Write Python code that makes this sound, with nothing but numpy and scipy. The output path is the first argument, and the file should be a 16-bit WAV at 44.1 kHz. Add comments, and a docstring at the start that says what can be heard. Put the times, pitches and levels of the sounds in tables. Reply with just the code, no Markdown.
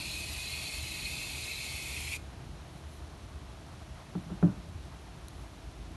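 """An aerosol can lays shaving foam onto slime for about two seconds, close to a mono phone microphone.
At first the jet hisses through the spout's resonances, crackling with tiny bubbles, until the valve shuts.
Then the foam settles with faint ticks; from about 4 s the can slides and lands on the table in soft, hollow
thumps, and a few last bubbles pop. Room rumble, air hiss, a hum that later fades and a faint fizz lie beneath.
The spray is shaped noise and random bursts; the blows and bubbles are sets of decaying modes."""
import sys
import numpy as np
from scipy import signal
from scipy.fft import rfft, irfft
from scipy.io import wavfile
from scipy.ndimage import map_coordinates

SR = 44100
rng = np.random.default_rng(int(sys.argv[2]) if len(sys.argv) > 2 else 0)


def wrap_up_sound(samples):
    """Save the sound to the file named by the first command line argument, as 16-bit audio."""
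    columns = np.atleast_2d(samples).T
    # keep every value between -1 and 1, then stretch to whole-number steps
    tamed = np.clip(columns, -1, 1)
    steps = np.round(tamed * 32767).astype(np.int16)
    wavfile.write(sys.argv[1], SR, steps)


N = 262816

# Voices of the spray, ahead of its final trim:
# [level upright/dB, swing with the sweep/dB, change when tipped/dB]
HISS_LEVEL = (-43, 0.29, 1.4)
SPOUT_LOW_LEVEL = (-46.5, 1.1, 1.0)
SPOUT_HIGH_LEVEL = (-46, 0.81, -9)
# Colour of the free jet: [f/Hz, relative level per Hz/dB]
JET_COLOUR = [(60, -13), (220, 0), (450, 0.5), (1400, -8), (1900, 0.5), (3100, 6.5), (5600, 1.5),
              (6600, 2.5), (7200, 4), (7800, 0), (8600, 3.5), (9500, 2.5), (10600, 0), (11300, 4),
              (11900, 1)]
# Spout resonances around two main tunings: [frequency ratio, width of one filter pass/Hz, relative level/dB]
SPOUT_LOW_MODES = [(.838, 140, -12.5), (.92, 280, -10), (1.0, 230, 0), (1.05, 232, -8)]
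SPOUT_HIGH_MODES = [(.83, 230, -7.5), (1.0, 620, 0.5), (1.075, 382, -21)]
# The can tips onto its side towards the end: [t/s, tilt 0-1]
TILT = [(1.55, 0.01), (1.8, .45), (2.0, .85), (2.16, 1)]
# Spurts of foam make the main resonance flare or dip: [t/s, level change/dB]
SPURTS = [(.04, 1.5), (.09, -0.5), (.54, 5.5), (1.07, 5), (1.2, 4.5), (1.515, 4.5), (1.975, 7.5),
          (2.08, 3.5), (2.135, 4.5)]
# Foam builds up in the spout and fills out the sound below its main resonance:
# [f/Hz, width of one filter pass/Hz, level at the start/dB, growth/dB per s]
SPOUT_CLOG = (2143, 232, -61.5, 5)
# A thin edge whistle: [f/Hz, width of one filter pass/Hz, level against the hiss/dB, change when tipped/dB]
WHISTLE = (6950, 260, -21.5, 1.5)
# Gas pockets spit from the spout: [t/s, level/dB, f/Hz, width of one filter pass/Hz, half length/s]
SPITS = [(1.377, -52, 616, 900, .005), (2.134, -40, 2680, 580, .012)]
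# The can meets the table: [t/s, thump level/dB, tap level/dB, table pitch ratio, table time ratio]
BLOWS = [(4.1519, -28.5, -35, 1.03, 0.77), (4.256, -42.5, -60, 0.92, 0.97), (4.302, -43, -41.5, 1.0, 0.77),
         (4.312, -33, -49, 1.04, 0.74), (4.4265, -15.5, -25, 1.0, 0.98), (4.477, -43, -41, 1.0, 1.6),
         (4.745, -36, -68, 0.49, 0.76)]
# Table modes, ahead of each blow's ratios: [f/Hz, relative level/dB, time to the top of the swell/s]
TABLE_MODES = [(104.5, -15.5, 0.02), (134, -18.5, 0.028), (172.5, 1.5, 0.014), (199.7, -17.5, 0.029),
               (291.4, -11, 0.017), (342, -17.5, .016), (596, -23, 0.01), (727, -25, 0.0069)]
# Modes of the can's rim: [f/Hz, relative level/dB, t60/s]
RIM_MODES = [(398, 6, 0.034), (824, -1.5, 0.022), (965, -7, 0.015), (1190, -9.5, 0.023),
             (1360, -7.5, 0.031), (1510, -11, 0.019), (1810, -15, 0.019), (2460, -19, .018)]
# The base slides before it lands: [t/s, level/dB, f/Hz, width of one filter pass/Hz, half length/s (sign unused)]
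SLIDE = (4, -56, 650, 900, -0.05)
# Colour of the room's answer to a blow: [f/Hz, relative level per Hz/dB]
TAIL_COLOUR = [(60, -25), (170, 7), (240, -3), (320, -10), (500, -15), (800, -17.5), (1500, -22),
               (2200, -43), (5000, -55)]
# Larger bubbles burst in the foam: [t/s, level of the impulse that sets off the modes/dB]
POPS = [(3.050, -50), (3.357, -44), (3.666, -49), (4.689, -43), (5.2838, -29), (5.713, -49), (5.918, -42)]
# Modes of a bursting bubble: [f/Hz, relative level/dB, t60/s]
BUBBLE_MODES = [(4080, -14, 0.0081), (6170, -10.5, 0.0045), (7850, -8, 0.0027), (9300, -4, 0.0017),
                (11100, -16, 0.0045)]
# Patches of foam collapse with a fine fizz: [t/s, level/dB, half length/s]
FIZZES = [(2.77, -72, .05), (2.943, -64.5, 0.045), (5.4, -69, 0.053)]
# Colours of the room's rumble and air: [f/Hz, relative level per Hz/dB]
RUMBLE_COLOUR = [(15, -37), (30, -24), (40, -12), (52, 1.5), (64, -3), (76, -1.5), (88, -7.5), (125, -8),
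                 (165, -11.5), (195, -15.5), (250, -18), (320, -15.5), (480, -26), (700, -60)]
AIR_COLOUR = [(300, -30), (500, -2), (660, 4.5), (1000, -2.5), (1700, -6.5), (2800, -7.5), (4300, -9),
              (4900, -13), (5500, -11.5), (7000, -15.5), (7800, -19), (9300, -17.5), (10500, -19.5),
              (11500, -21.5)]
# Room hum: [f/Hz, width of one filter pass/Hz, relative gain/dB]
HUM_BANDS = [(74.25, 9.2, -0.5), (129.9, 16.5, -8.5)]

VALVE_SHUT_S, VALVE_CLOSE_S = 2.164, 0.006  # moment; time constant of the close
SWEEP_S, FIRST_TURN_S = 0.505, 0.078  # the hand's round trip; first turn, where the swell peaks
SPOUT_LOW_HZ, SPOUT_HIGH_HZ = (2543, 2485), (4164, 4147)  # main tunings: upright, tipped
SPURT_HALF_S = 0.013
TABLE_LAG_S = 0.00192  # thump starts this long after the rim's tap
FIZZ_REST_DB = -76.5
RUMBLE_DB, AIR_DB = -47, -55.5
HUM_DB, HUM_HOLD_S, HUM_FADE_DB_PER_S = -49.5, 2.46, 6.5
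CUTOFF_HZ = 11950


def spray():
    """Gas rushes through the spout; its voices swell with the hand, change with tilt and die with the valve."""
    t = np.arange(N) / SR
    sweep = np.cos(2 * np.pi * (t - FIRST_TURN_S) / SWEEP_S)
    tilt = np.interp(t, *np.transpose(TILT))

    def voice_db(upright_db, swing_db, tipped_db):
        """Level of one voice as the can sweeps and tips."""
        return upright_db + swing_db * sweep + tipped_db * tilt

    def tuning_hz(upright, tipped):
        """Resonance tuning glides as the can tips."""
        return upright + (tipped - upright) * tilt

    hiss_db = voice_db(*HISS_LEVEL)
    spurt_db = sum(db * swell(s, SPURT_HALF_S) for s, db in SPURTS)
    hiss = from_db(hiss_db + 0.42 * drift(10)) * coloured(turbulence(grain=1.0), JET_COLOUR)

    low = spout(SPOUT_LOW_MODES, tuning_hz(*SPOUT_LOW_HZ), flutter_db=0.6, wander=0.012)
    low *= from_db(voice_db(*SPOUT_LOW_LEVEL) + spurt_db)
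    high = spout(SPOUT_HIGH_MODES, tuning_hz(*SPOUT_HIGH_HZ), flutter_db=1.3, wander=0.011)
    high *= from_db(voice_db(*SPOUT_HIGH_LEVEL))

    hz, width, start_db, growth = SPOUT_CLOG
    clog_db = start_db + growth * np.minimum(t, VALVE_SHUT_S) + 0.5 * spurt_db
    clog = from_db(clog_db) * noise_band(hz, width)

    hz, width, db, tipped_db = WHISTLE
    whistle_db = hiss_db + db + tipped_db * tilt + 3.8 * drift(4.3)
    whistle = from_db(whistle_db) * noise_band(hz, width)

    jet = hiss + low + high + clog + whistle
    for s, db, hz, width, half_s in SPITS:
        jet += from_db(db) * swell(s, half_s) * noise_band(hz, width)

    since_shut = np.maximum(t - VALVE_SHUT_S, 0)
    # A quick close over a quieter 50 ms tail; both hold steady until the valve shuts.
    valve = np.exp(-since_shut / VALVE_CLOSE_S) + from_db(-13.5) * np.exp(-since_shut / 0.05)
    trim = from_db(-1.06 + 0.22 * drift(70))
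    return reflected(jet * valve * trim, strength=0.23, sway_s=0.0001)


def turbulence(grain):
    """Rushing gas as white noise, mixed with the bursts of expanding foam."""
    return rng.standard_normal(N) + grain * crackle(per_s=5000, spread_db=3.0)


def spout(modes, tuning_hz, flutter_db, wander):
    """The spout's resonances swell and shift as plugs of foam pass through; rms 1."""
    centre = np.mean(tuning_hz)
    out = np.zeros(N)
    for ratio, width, db in modes:
        gain = from_db(db + flutter_db * drift(20))
        out += gain * resonate(turbulence(grain=0.75), ratio * centre, width)
    # Reading faster or slower bends the pitch.
    speed = tuning_hz / centre * (1 + wander * drift(13.83))
    return rms_one(map_coordinates(out, [np.cumsum(speed)], order=3, mode="mirror"))


def reflected(x, strength, sway_s):
    """Hand, table and phone throw the hiss back along paths whose lengths waver slowly at random."""
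    paths_s = (0.0009, 0.0022, 0.0031, 0.0048)
    echoes = np.zeros(N)
    for lag_s in paths_s:
        place = np.arange(N) - SR * (lag_s + sway_s * drift(1.5))
        echoes += map_coordinates(x, [place], order=3, mode="mirror")
    return (x + strength * echoes) / np.sqrt(1 + len(paths_s) * strength ** 2)


def can_on_table():
    """The can slides, its rim taps, the table's modes swell and fade, and the room answers with noise."""
    t = np.arange(SR // 2) / SR
    contact, tail_level = np.zeros(N), np.zeros(N)
    for s, thump_db, tap_db, pitch, ring in BLOWS:
        add(contact, s + TABLE_LAG_S, from_db(thump_db) * table_thump(t, pitch, ring))
        soft_onset = 1 - np.exp(-t / 0.001)
        add(contact, s, from_db(tap_db) * struck(RIM_MODES, t) * soft_onset)
        tail = np.exp(-t / 0.081) * (1 - np.exp(-t / 0.0039))
        add(tail_level, s, from_db(thump_db - 19.0) * tail)
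    s, db, hz, width, half_s = SLIDE
    slide = from_db(db) * swell(s, half_s) * noise_band(hz, width)
    return contact + slide + tail_level * coloured(rng.standard_normal(N), TAIL_COLOUR)


def table_thump(t, pitch, ring):
    """Table modes swell to a peak and fade, scaled in pitch and time by the blow."""
    age = t / ring
    body = np.zeros(len(t))
    for hz, db, rise in TABLE_MODES:
        envelope = age / rise * np.exp(1 - age / rise)
        body += from_db(db) * envelope * np.sin(2 * np.pi * hz * pitch * t)
    return body


def settling_foam():
    """Impulses ring the modes of bursting bubbles: larger pops, faint ticks and a fine fizz."""
    burst = struck(BUBBLE_MODES, np.arange(SR // 20) / SR)
    clicks = from_db(-80) * crackle(per_s=220, spread_db=3.0)
    for s, db in POPS:
        add(clicks, s, from_db([db]))
    pops = signal.fftconvolve(clicks, burst)[:N]
    fizz = rms_one(signal.fftconvolve(crackle(per_s=3000, spread_db=0.5), burst)[:N])
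    collapse = from_db(FIZZ_REST_DB) + sum(from_db(db) * swell(s, half_s) for s, db, half_s in FIZZES)
    return pops + collapse * fizz


def room_noise():
    """Shaped noise makes a low rumble, a wavering hum that fades, and soft air with a restless middle."""
    rumble = from_db(RUMBLE_DB + 1.0 * drift(2.6)) * coloured(rng.standard_normal(N), RUMBLE_COLOUR)
    hum = np.zeros(N)
    for hz, width, db in HUM_BANDS:
        hum += from_db(db) * resonate(rng.standard_normal(N), hz, width)
    hum_db = HUM_DB - HUM_FADE_DB_PER_S * np.maximum(np.arange(N) / SR - HUM_HOLD_S, 0)
    air = from_db(AIR_DB + 0.36 * drift(13)) * coloured(rng.standard_normal(N), AIR_COLOUR)
    restless = from_db(-64.0 + 3.25 * drift(20)) * noise_band(884, 940)
    return rumble + from_db(hum_db) * rms_one(hum) + air + restless


def crackle(per_s, spread_db):
    """Random single-sample bursts of uneven size and either sign; rms 1."""
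    sizes = from_db(spread_db * np.minimum(rng.exponential(1, N), 4))
    hits = rng.random(N) < per_s / SR
    return rms_one(sizes * rng.choice([-1, 1], N) * hits)


def struck(modes, t):
    """Decaying sines set off at once, each in a random phase of its own."""
    out = np.zeros(len(t))
    for hz, db, t60 in modes:
        decay = np.exp(-np.log(1000) * t / t60)
        out += from_db(db) * decay * np.sin(2 * np.pi * (hz * t + rng.random()))
    return out


def resonate(x, hz, width_hz):
    """A steep resonance: two equal band-passes in a row, gain about 1 on top."""
    r = np.exp(-np.pi * width_hz / SR)
    b = (1 - r * r) / 2 * np.array([1, 0, -1])
    a = [1, -2 * r * np.cos(2 * np.pi * hz / SR), r * r]
    return signal.lfilter(b, a, signal.lfilter(b, a, x))


def noise_band(hz, width_hz):
    """White noise through one steep resonance; rms 1."""
    return rms_one(resonate(rng.standard_normal(N), hz, width_hz))


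def coloured(x, points):
    """Shape a white signal's spectrum, with levels joined along log frequency; rms 1."""
    hz, db = np.transpose(points)
    bins = np.maximum(np.arange(N // 2 + 1) * SR / N, 1)
    gain = from_db(np.interp(np.log(bins), np.log(hz), db))
    return rms_one(irfft(rfft(x) * gain, N))


def drift(rate_hz):
    """Random wander: noise rolled off above a rate; rms 1."""
    bins = np.arange(N // 2 + 1) * SR / N
    return rms_one(irfft(rfft(rng.standard_normal(N)) / (1 + (bins / rate_hz) ** 2), N))


def swell(s, half_s):
    """A smooth rise and fall of height 1, down to 1/e at half_s either side."""
    return np.exp(-((np.arange(N) / SR - s) / half_s) ** 2)


def add(out, s, sound):
    """Mix a sound in at a time in seconds."""
    i = round(s * SR)
    out[i:i + len(sound)] += sound[:N - i]


def from_db(db):
    """Decibels to amplitude gain."""
    return 10 ** (np.asarray(db) / 20)


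def rms_one(x):
    """Scale to unit power."""
    return x / np.sqrt(np.mean(x ** 2) + 1e-20)


def scene():
    """One microphone feeds both channels."""
    mono = spray() + can_on_table() + settling_foam() + room_noise()
    return np.tile(mono, (2, 1))


def record(dry):
    """A steep elliptic low-pass cuts the top."""
    low_pass = signal.ellip(12, 0.2, 80, CUTOFF_HZ, fs=SR, output="sos")  # order, ripple/dB, stop-band/dB
    return signal.sosfilt(low_pass, dry)


dry = scene()
out = record(dry)
wrap_up_sound(out)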